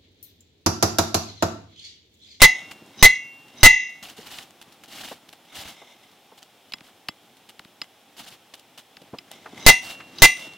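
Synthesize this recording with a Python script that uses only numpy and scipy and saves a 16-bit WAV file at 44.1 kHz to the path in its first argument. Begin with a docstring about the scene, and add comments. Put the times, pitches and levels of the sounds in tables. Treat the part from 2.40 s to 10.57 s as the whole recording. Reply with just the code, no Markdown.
"""A slide hammer drives a steel anchor into frozen ground, outdoors in snow, over a faint steady hiss.
Three blows come first: each rings the rod as decaying modes under a noise crash and overloads the microphone.
In the pause a glove sweeps snow and grit (coloured noise and tiny rings), frozen bits click on the rod as
falling chirps, padded knocks puff and winter clothes rustle. Then two more blows land.
Lighter clicks, cracks, rubs and knocks also fall around the blows."""
import sys
import numpy as np
from scipy import signal
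from scipy.fft import rfft, irfft
from scipy.io import wavfile
from scipy.ndimage import uniform_filter1d

SR = 44100
rng = np.random.default_rng(int(sys.argv[2]) if len(sys.argv) > 2 else 0)


def master_out(mix):
    """Clip the mix to full scale and print it as 16-bit PCM to the path in sys.argv[1]."""
    frames = np.transpose(np.atleast_2d(mix))
    ceiling = np.clip(frames, -1, 1)
    pcm = np.round(ceiling * 32767).astype(np.int16)
    wavfile.write(sys.argv[1], SR, pcm)


N = 360297
TIME = np.arange(N) / SR   # s
CUTOFF_HZ = 15750

# Event levels are relative; each layer adds its own gain. A t60 is the time in seconds to fall by 60 dB.
# Hammer blows. Each row: start in seconds, force in dB, ring length as a factor,
# seat of the anchor from 0 (shallow) to 2 (deep), level of the scrape down the rod in dB.
BLOWS = [(0.0179, 0.5, 1.26, 0.47, -31), (0.6261, 0.5, 1.274, 0.0068, -55), (1.231, 3, 1.706, 0.83, -50.5),
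         (7.264, 6, 1, 1.505, -44), (7.82, 1.5, 1.16, 1.68, -51.5)]
# Modes of rod and hammer. Each row: pitch in Hz, level in dB when shallow, level in dB half way in,
# level in dB when deep, t60 in seconds before the blow's ring length factor.
STEEL_MODES = [(885, -20, -11, -19, .14), (1953, -6, 0, -13, .2), (2009, 4, 4, -4, .22),
               (2041, 9, 4, 6, .19), (2188, -8, -18, -25, .33), (2372, -27, -32, 2, .2),
               (2494, -25, -30, -33, .31), (2562, -25, -16, -16, .25), (2748, -21, -3, -13, .28),
               (2754, -21, -34, -18, .8), (3077, -38, -34, -30, .33), (3335, -14, -23, -21, .24),
               (3377, -24, -22, -19, .28), (3701, -25, -26, -28, .23), (3950, -17, -20, -21, .15),
               (4032, -7, -24, -22, .16), (4420, -22, -20, -2, .15), (5076, -27, -20, -26, .11),
               (5490, -37, -27, -45, .26), (5749, -30, -33, -26, .38), (5819, -34, -22, -13, .28),
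               (5905, -15, -19, -19, .22), (6255, -15, -10, -16, .13), (6608, -17, -13, -22, .26),
               (6870, -30, -30, -17, .18), (8750, -31, -40, -7, .29), (13260, -54, -58, -33, .27),
               (14150, -33, -40, -15, .24)]
# Colour of the impact. Each row: frequency in Hz, density in dB per Hz.
CLASH_COLOUR = [(100, -2.5), (400, -5), (850, -2.5), (1400, -7), (2400, -3.5), (4000, -1.5), (6200, -7.5),
                (9000, -11.5), (15000, -16.5)]
# Resonances in which the loose hammer chatters on the rod. Each row: centre in Hz, width in Hz, level in dB.
CHATTER_MODES = [(2980, 200, -9), (3850, 190, 1), (5080, 220, -4.5), (6080, 280, -1)]
# Hard bits clicking on the steel. Each row: start in seconds, level in dB, ring in dB,
# ring length as a factor, low knock in dB, end of the chirp in Hz.
CLICKS = [(0.3146, -32.5, -20, .6, -4, 483), (1.9854, -29.5, -15, 0.41, -20, 1495),
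          (4.3208, -32, -28.5, .5, -33, 1940), (4.3355, -26.5, -0.5, 0.74, -8, 720),
          (4.383, -45, -14, .7, -5, 1500), (4.4063, -41, -17, .7, 5, 590),
          (4.685, -21.5, -9, 1.17, -3.5, 500), (5.193, -33, -11, 0.55, -5, 496),
          (5.248, -43.5, -12.5, .6, 9.5, 497), (5.4157, -28, 0, 0.78, -10, 620),
          (6.568, -39, -6, .7, -2, 710), (6.785, -32.5, -4, 0.78, -11, 1900),
          (7.7842, -31.5, -6, 1.04, -34.5, 3020)]
# What the clicks ring with. Each row: pitch in Hz, level in dB, t60 in seconds before the length factor.
CLICK_MODES = [(1203, -11, 0.057), (2051, -14, 0.12), (2647, 4.5, 0.025), (2955, -1, 0.03),
               (3340, -13.5, 0.096), (3890, -0.5, 0.027), (4530, 10, 0.018), (5075, 8, 0.031),
               (7360, -21, 0.096), (10000, -35, 0.02)]
# Snow crust cracking. Each row: start in seconds, level in dB.
CRUNCHES = [(0.311, -37.5), (2.214, -39.5), (2.323, -49.5), (2.436, -41), (2.685, -43.5), (2.887, -48),
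            (2.928, -43.5), (3.975, -45.5), (4.021, -47), (5.089, -43), (6.138, -40.5), (6.193, -50),
            (6.376, -38.5), (6.389, -45), (6.913, -39.5)]
# Glove sweeping snow. Each row: start in seconds, length in seconds, swell in seconds, level in dB.
SWEEPS = [(1.624, 0.074, 0.0042, -45), (1.765, 0.25, 0.31, -43.5), (2.478, 0.25, 0.1, -45),
          (3.12, 0.19, 0.044, -45.5), (4.43, 0.055, .02, -59), (5.765, 0.032, 0.046, -42),
          (5.83, 0.1, 0.045, -50.5), (7.415, 0.099, 0.035, -39.5), (7.96, 0.085, .01, -46.5)]
# Hammer lifted along the rod, glove rubbing it.
# Each row: start in seconds, length in seconds, swell in seconds, level in dB.
SLIDES = [(.12, 0.069, 0.018, -35), (3.08, .2, 0.059, -43), (3.34, 0.18, .03, -50.5),
          (3.61, 0.042, 0.022, -56.5), (6.905, 0.028, 0.018, -42), (7.96, 0.076, 0.031, -37)]
# Dull knocks of boots, knee and glove. Each row: start in seconds, level in dB, pitch in Hz.
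KNOCKS = [(0.417, -38.5, 256), (1.782, -33.5, 280), (2.712, -29, 514), (3.18, -43, 105), (3.252, -39, 105),
          (3.416, -38, 611), (3.917, -41.5, 549), (6.614, -41, 295), (6.73, -29.5, 208),
          (6.735, -28.5, 520), (7.057, -30, 900), (7.128, -36, 283), (7.6, -34.5, 1690),
          (8.065, -35.5, 246.6)]
# How much the bodies move, heard as rustle of clothes. Each row: time in seconds, level in dB.
EFFORT = [(0.0, -50.5), (0.91, -57.5), (1.09, -61), (1.55, -60), (1.73, -56.5), (4.03, -62.5), (5.87, -62),
          (6.37, -64.5), (7.24, -49), (8.17, -55)]
# Colour of snow. Each row: frequency in Hz, density in dB per Hz.
SNOW_COLOUR = [(29, -44), (50, -10.5), (96, -7), (290, -1.5), (426, -12.5), (778, 4), (944, -4), (2140, -3),
               (2410, -5.5), (2860, 3.5), (6030, -6), (13300, -12), (15800, -14.5)]
# Colour of sliding on the rod. Each row: frequency in Hz, density in dB per Hz.
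SLIDE_COLOUR = [(290, -43.5), (500, -4.5), (771, -2.5), (1830, -15), (2090, 5), (2410, -10), (3670, 1),
                (4760, -22), (5190, -7.5), (15800, -33.5)]
# Colour of clothes. Each row: frequency in Hz, density in dB per Hz.
CLOTH_COLOUR = [(20, -42), (50, -23), (100, -6), (270, 0.5), (450, -7.5), (800, -9.5), (1500, -13.5),
                (4000, -17), (15000, -34.5)]
# Colour of the steady hiss. Each row: frequency in Hz, density in dB per Hz.
AIR_COLOUR = [(25, -42.5), (55, -26.5), (140, -22.5), (300, -10), (620, -8.5), (790, -3), (960, -11.5),
              (1700, -15.5), (3400, -10), (4750, -20.5), (5150, -16.5), (6200, -21), (15800, -24.5)]
# Stereo likeness of noise before its width setting. Each row: frequency in Hz, left-right likeness from 0 to 1.
LIKENESS = [(60, 1), (250, 0.98), (1000, 0.94), (3000, 0.85), (8000, 0.15), (15000, 0.25)]

SWEEP_T60_S, SLIDE_T60_S = 0.16, 0.5   # fade once the hand lets go


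def from_db(db):
    """Turn decibels into gain."""
    return 10 ** (np.asarray(db) / 20)


def rms_one(x):
    """Scale to unit power."""
    return x / np.sqrt(np.mean(x ** 2) + 1e-20)


def at_hz(points, hz):
    """Read a spectrum on a log-frequency axis."""
    f, value = np.transpose(points)
    return np.interp(np.log(np.maximum(hz, 1)), np.log(f), value)


def add(out, s, sound):
    """Mix a sound in at time s."""
    i = max(round(s * SR), 0)
    out[..., i:i + sound.shape[-1]] += sound[..., :N - i]


def dying(t, t60):
    """Decay exponentially, by 60 dB in t60 seconds."""
    return np.exp(-np.log(1000) * t / t60)


def flutter(per_s):
    """Wander at random with rms 1, joining per_s random points a second by straight lines."""
    knots = rng.standard_normal(N // 20)
    return rms_one(np.interp(TIME * per_s, np.arange(len(knots)), knots))


def noise(spectrum, grain_db=0., apart=0.63):
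    """Make stereo noise of a given colour at rms 1; uneven grain sizes make it crackle."""
    hz = np.fft.rfftfreq(N, 1 / SR)
    # each grain lasts 16 samples
    grains = np.minimum(rng.exponential(1, N // 16 + 1), 6)
    sizes = from_db(grain_db * np.repeat(grains, 16)[:N])
    mid, side = rfft(rng.standard_normal((2, N)) * sizes) * from_db(at_hz(spectrum, hz))
    unlike = np.clip(apart * (1 - at_hz(LIKENESS, hz)), 0, 1)
    stereo = np.sqrt(2 - unlike) * mid + np.sqrt(unlike) * side * [[1], [-1]]
    return rms_one(irfft(stereo, N))


def ring(t, hz, t60, spread=0.):
    """Ring one mode in stereo; high modes reach the two ports out of step."""
    phase = rng.choice([-1, 1]) * spread * np.sqrt(hz / SR) * np.array([[1], [-1]])
    return np.sin(2 * np.pi * hz * t + phase) * dying(t, t60)


def hammer(crash_db=8.5, build_s=0.0017, jangle_db=-3.5, jangle_t60=0.22, ground_db=2.5, ground_hz=84):
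    """Steel meets steel: a dense crash over the ringing modes of the rod, and a thump in the ground."""
    out, envelope, t = np.zeros((2, N)), np.zeros(N), TIME[:SR]
    crash_t60, ground_t60, longest_t60 = 0.09, 0.06, 0.8   # s
    scatter_t60, scatter_db = 0.19, -18
    for s, force_db, length, seat, _ in BLOWS:
        rise = from_db(force_db) * (1 - np.exp(-t / build_s))
        modes = np.zeros((2, SR))
        for k, (hz, *levels, t60) in enumerate(STEEL_MODES):
            # a loose grip lengthens the ring, most of all in the low modes
            held_t60 = min(t60 * length ** min(1, (2200 / hz) ** 0.5), longest_t60)
            level_db = np.interp(seat, range(3), levels)
            # neighbouring modes start in opposite directions, so close pairs beat the same way on every blow
            modes += (-1) ** k * from_db(level_db) * ring(t, hz, held_t60, spread=1.0)
        add(modes, 0, from_db(jangle_db) * jangle(t[:SR // 3], jangle_t60))
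        thump = from_db(ground_db) * ring(t, ground_hz, ground_t60)
        add(out, s, rise * (modes + thump))
        # the bushes scatter a short wash that outlasts the crash
        wash = from_db(scatter_db) * dying(t, scatter_t60 * length ** 0.5)
        crash = from_db(crash_db) * dying(t, crash_t60)
        add(envelope, s, rise * (crash + wash))
    return out + envelope * noise(CLASH_COLOUR, apart=0.4)


def jangle(t, t60, count=130):
    """Ring the many weak, short modes of the fittings, struck differently each time; high ones die sooner."""
    pitches = rng.uniform(600, 11000, count)   # Hz
    sizes = rng.standard_normal(count) * from_db(at_hz(CLASH_COLOUR, pitches)) / np.sqrt(count)
    return sum(size * ring(t, hz, t60 * (4000 / hz) ** 0.051, spread=1.0)
               for hz, size in zip(pitches, sizes))


def chatter(buzz_db=-17.0, buzz_t60=0.24, drop_db=-42.5, uneven_db=3.0, drop_s=0.065):
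    """The loose hammer rattles on its way down, then buzzes on the rod, longer after a longer ring."""
    t, envelope = TIME[:SR], np.zeros(N)
    for s, force_db, length, *_ in BLOWS:
        add(envelope, s, from_db(force_db + buzz_db) * dying(t, buzz_t60 * length))
        # the rattle grows over drop_s and stops as the hammer lands
        drop = np.sqrt(np.clip(1 + (TIME - s) / drop_s, 0, 1)) * (TIME < s)
        envelope += from_db(drop_db) * drop
    hz = np.geomspace(1000, CUTOFF_HZ, num=600)
    response = sum(from_db(db) / (1 + (2 * (hz - centre) / width) ** 2)
                   for centre, width, db in CHATTER_MODES)
    colour = np.transpose([hz, 20 * np.log10(response)])
    return envelope * from_db(uneven_db * flutter(150)) * noise(colour, grain_db=2.5)


def downstrokes(growth_t60=0.7, rattle_db=3.0):
    """The hammer gathers speed down the rod, so its scrape swells right up to the blow."""
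    envelope = sum(from_db(db) * dying(np.abs(s - TIME), growth_t60) * (TIME < s)
                   for s, *_, db in BLOWS)
    return envelope * from_db(rattle_db * flutter(150)) * noise(SLIDE_COLOUR, grain_db=3.0)


def clicks(start_hz=5800, glide_s=0.0022, chirp_db=0.0, swell_s=0.0017, grit_db=1.5,
           knock_db=-6.5, knock_hz=230, vary_db=1.5):
    """Bending waves arrive treble first: a quick falling chirp, then a short ring, a low knock and grit."""
    out, t, envelope = np.zeros((2, N)), TIME[:SR // 5], np.zeros(N)
    knock_shape = np.exp(-((t - 0.009) / 0.0023) ** 2)   # centred 9 ms in
    knock = from_db(knock_db) * np.sin(2 * np.pi * knock_hz * t) * knock_shape
    rise = 1 - np.exp(-t / swell_s)
    for s, peak_db, ring_db, length, low_db, end_hz in CLICKS:
        cycles = np.cumsum(end_hz + (start_hz - end_hz) * np.exp(-t / glide_s)) / SR
        chirp = from_db(chirp_db) * np.sin(2 * np.pi * cycles) * t / swell_s * np.exp(1 - t / swell_s)
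        modes = np.zeros((2, len(t)))
        for hz, db, t60 in CLICK_MODES:
            # each bit lands on another spot, so it shares its energy among the modes in its own way
            level_db = db + ring_db + vary_db * rng.standard_normal()
            modes += from_db(level_db) * ring(t, hz, t60 * length, spread=1.0)
        add(out, s, from_db(peak_db) * (chirp + rise * modes + from_db(low_db) * knock))
        add(envelope, s, from_db(peak_db + grit_db) * rise * dying(t, 0.016))
    return out + envelope * noise(CLASH_COLOUR)


def crunches(gain_db=3.5, t60=0.074, swell_s=0.00057, crumbs_per_s=2.5, crumb_db=-54.5, crumb_spread_db=1.5):
    """The crust gives way in short sprays of grains; fainter crumbs break at random times."""
    envelope, t = np.zeros(N), TIME[:SR // 5]
    crumb_starts = np.flatnonzero(rng.random(N) < crumbs_per_s / SR)
    crumbs = [(i / SR, crumb_db + crumb_spread_db * rng.standard_normal()) for i in crumb_starts]
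    for s, peak_db in CRUNCHES + crumbs:
        add(envelope, s, from_db(peak_db + gain_db) * (1 - np.exp(-t / swell_s)) * dying(t, t60))
    return envelope * noise(SNOW_COLOUR, grain_db=4.5)


def grit(grit_db=-4.5, count=3000):
    """Ice grains tumble under the glove, each with a tiny ring of its own pitch."""
    out, t = np.zeros((2, N)), TIME[:SR // 60]
    for when, pitch, size in rng.random((count, 3)):
        hz = 1400 * 9 ** pitch
        grain = ring(t, hz, 12 / hz, spread=0.8)
        # cubing the size makes most grains faint; half the snow's slope in dB colours them
        add(out, when * TIME[-1], size ** 3 * from_db(at_hz(SNOW_COLOUR, hz) / 2) * grain)
    return from_db(grit_db) * strokes(SWEEPS, SWEEP_T60_S) * rms_one(out)


def rubbing(sweep_db=4.0, slide_db=-6.0, fidget_db=-0.5, catch_db=2.5, fold_db=1.5, sleeve_db=-15.5):
    """Snow grains under the glove, the hammer on its rod and folds of cloth, all catching and slipping."""
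    sweeping = strokes(SWEEPS, SWEEP_T60_S)
    sliding = strokes(SLIDES, SLIDE_T60_S)
    fidgeting = from_db(fidget_db + np.interp(TIME, *np.transpose(EFFORT)))
    # the sleeve moves along with the sweeping glove
    moving = fidgeting + swings() + from_db(sleeve_db) * sweeping
    snow = from_db(sweep_db + catch_db * flutter(70)) * sweeping * noise(SNOW_COLOUR, grain_db=-1.0)
    slide = from_db(slide_db + catch_db * flutter(160)) * sliding * noise(SLIDE_COLOUR, grain_db=0.0)
    cloth = from_db(fold_db * flutter(35)) * moving * noise(CLOTH_COLOUR, grain_db=-5.5)
    return snow + slide + cloth


def strokes(rows, t60, ease_db=10.5, contact_s=0.002):
    """Gain of hand strokes: each makes contact, builds pressure by ease_db over its swell, holds and fades."""
    out, t = np.zeros(N), TIME[:SR]
    for s, length_s, swell_s, db in rows:
        pressure = from_db(db - ease_db * np.clip(1 - t / swell_s, 0, 1))
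        contact = 1 - np.exp(-t / contact_s)
        add(out, s, pressure * contact * dying(np.maximum(t - length_s, 0), t60))
    return out


def swings(swing_db=-45, growth_t60=0.31, settle_t60=0.72):
    """Gain of the sleeve's swish: it grows as the arm comes down and settles after the blow."""
    swish = sum(dying(np.abs(TIME - s), np.where(TIME < s, growth_t60, settle_t60)) for s, *_ in BLOWS)
    return from_db(swing_db) * swish


def knocks(gain_db=-7.0, swell_s=0.0059, width=1.7):
    """Padded contacts: a soft puff of noise around one broad resonance."""
    out, t = np.zeros((2, N)), TIME[:SR // 10]
    for s, peak_db, hz in KNOCKS:
        band = signal.butter(2, [hz / max(width, 1.1), hz * width], "band", fs=SR, output="sos")
        puff = rms_one(signal.sosfilt(band, rng.standard_normal(len(t))))
        add(out, s, from_db(peak_db + gain_db) * puff * t / swell_s * np.exp(1 - t / swell_s))
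    return out


def outdoor_air(air_db=-57.0):
    """A faint, steady outdoor hiss of coloured noise."""
    return from_db(air_db) * noise(AIR_COLOUR)


def scene():
    """The blows, then the handwork around the rod, over the hiss."""
    blows = hammer() + chatter() + downstrokes()
    handwork = clicks() + crunches() + grit() + rubbing() + knocks()
    return blows + handwork + outdoor_air()


def gain_control(x, threshold_db=-4.5, depth_db=7.0, late_s=0.041, release_db_per_s=28.5):
    """A loud sound turns the gain down a moment late; it then creeps back."""
    power = uniform_filter1d(np.mean(x ** 2, axis=0), size=64)
    level_db = 10 * np.log10(np.maximum(power, 1e-12))
    cut_db = np.clip(level_db - threshold_db, 0, depth_db)
    # hold the deepest cut so far, released at a steady rate
    release_db = release_db_per_s * TIME
    held_db = np.maximum.accumulate(cut_db + release_db) - release_db
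    late_db = np.interp(TIME - late_s, TIME, held_db, left=0)
    return x * from_db(-uniform_filter1d(late_db, size=160))


def record(dry, lopsided=0.3):
    """The overloaded input flattens upward swings and folds deep downward swings back toward zero."""
    x = gain_control(dry)
    fold_start, fold_slope, fold_rest = 1.0, 1.0, 0.02
    folded = np.minimum(fold_slope * (-x - fold_start) - fold_start, fold_rest)
    driven = np.where(x < -fold_start, folded, np.minimum(x, 1))
    # even below overload the input is lopsided, which adds the octave of a loud ring
    driven = driven + lopsided * driven ** 2 * (1 - driven ** 2)
    # a steep low-pass removes the top
    lowpass = signal.ellip(10, 0.1, 80, CUTOFF_HZ, fs=SR, output="sos")
    return signal.sosfilt(lowpass, driven)


dry = scene()
out = record(dry)
master_out(out)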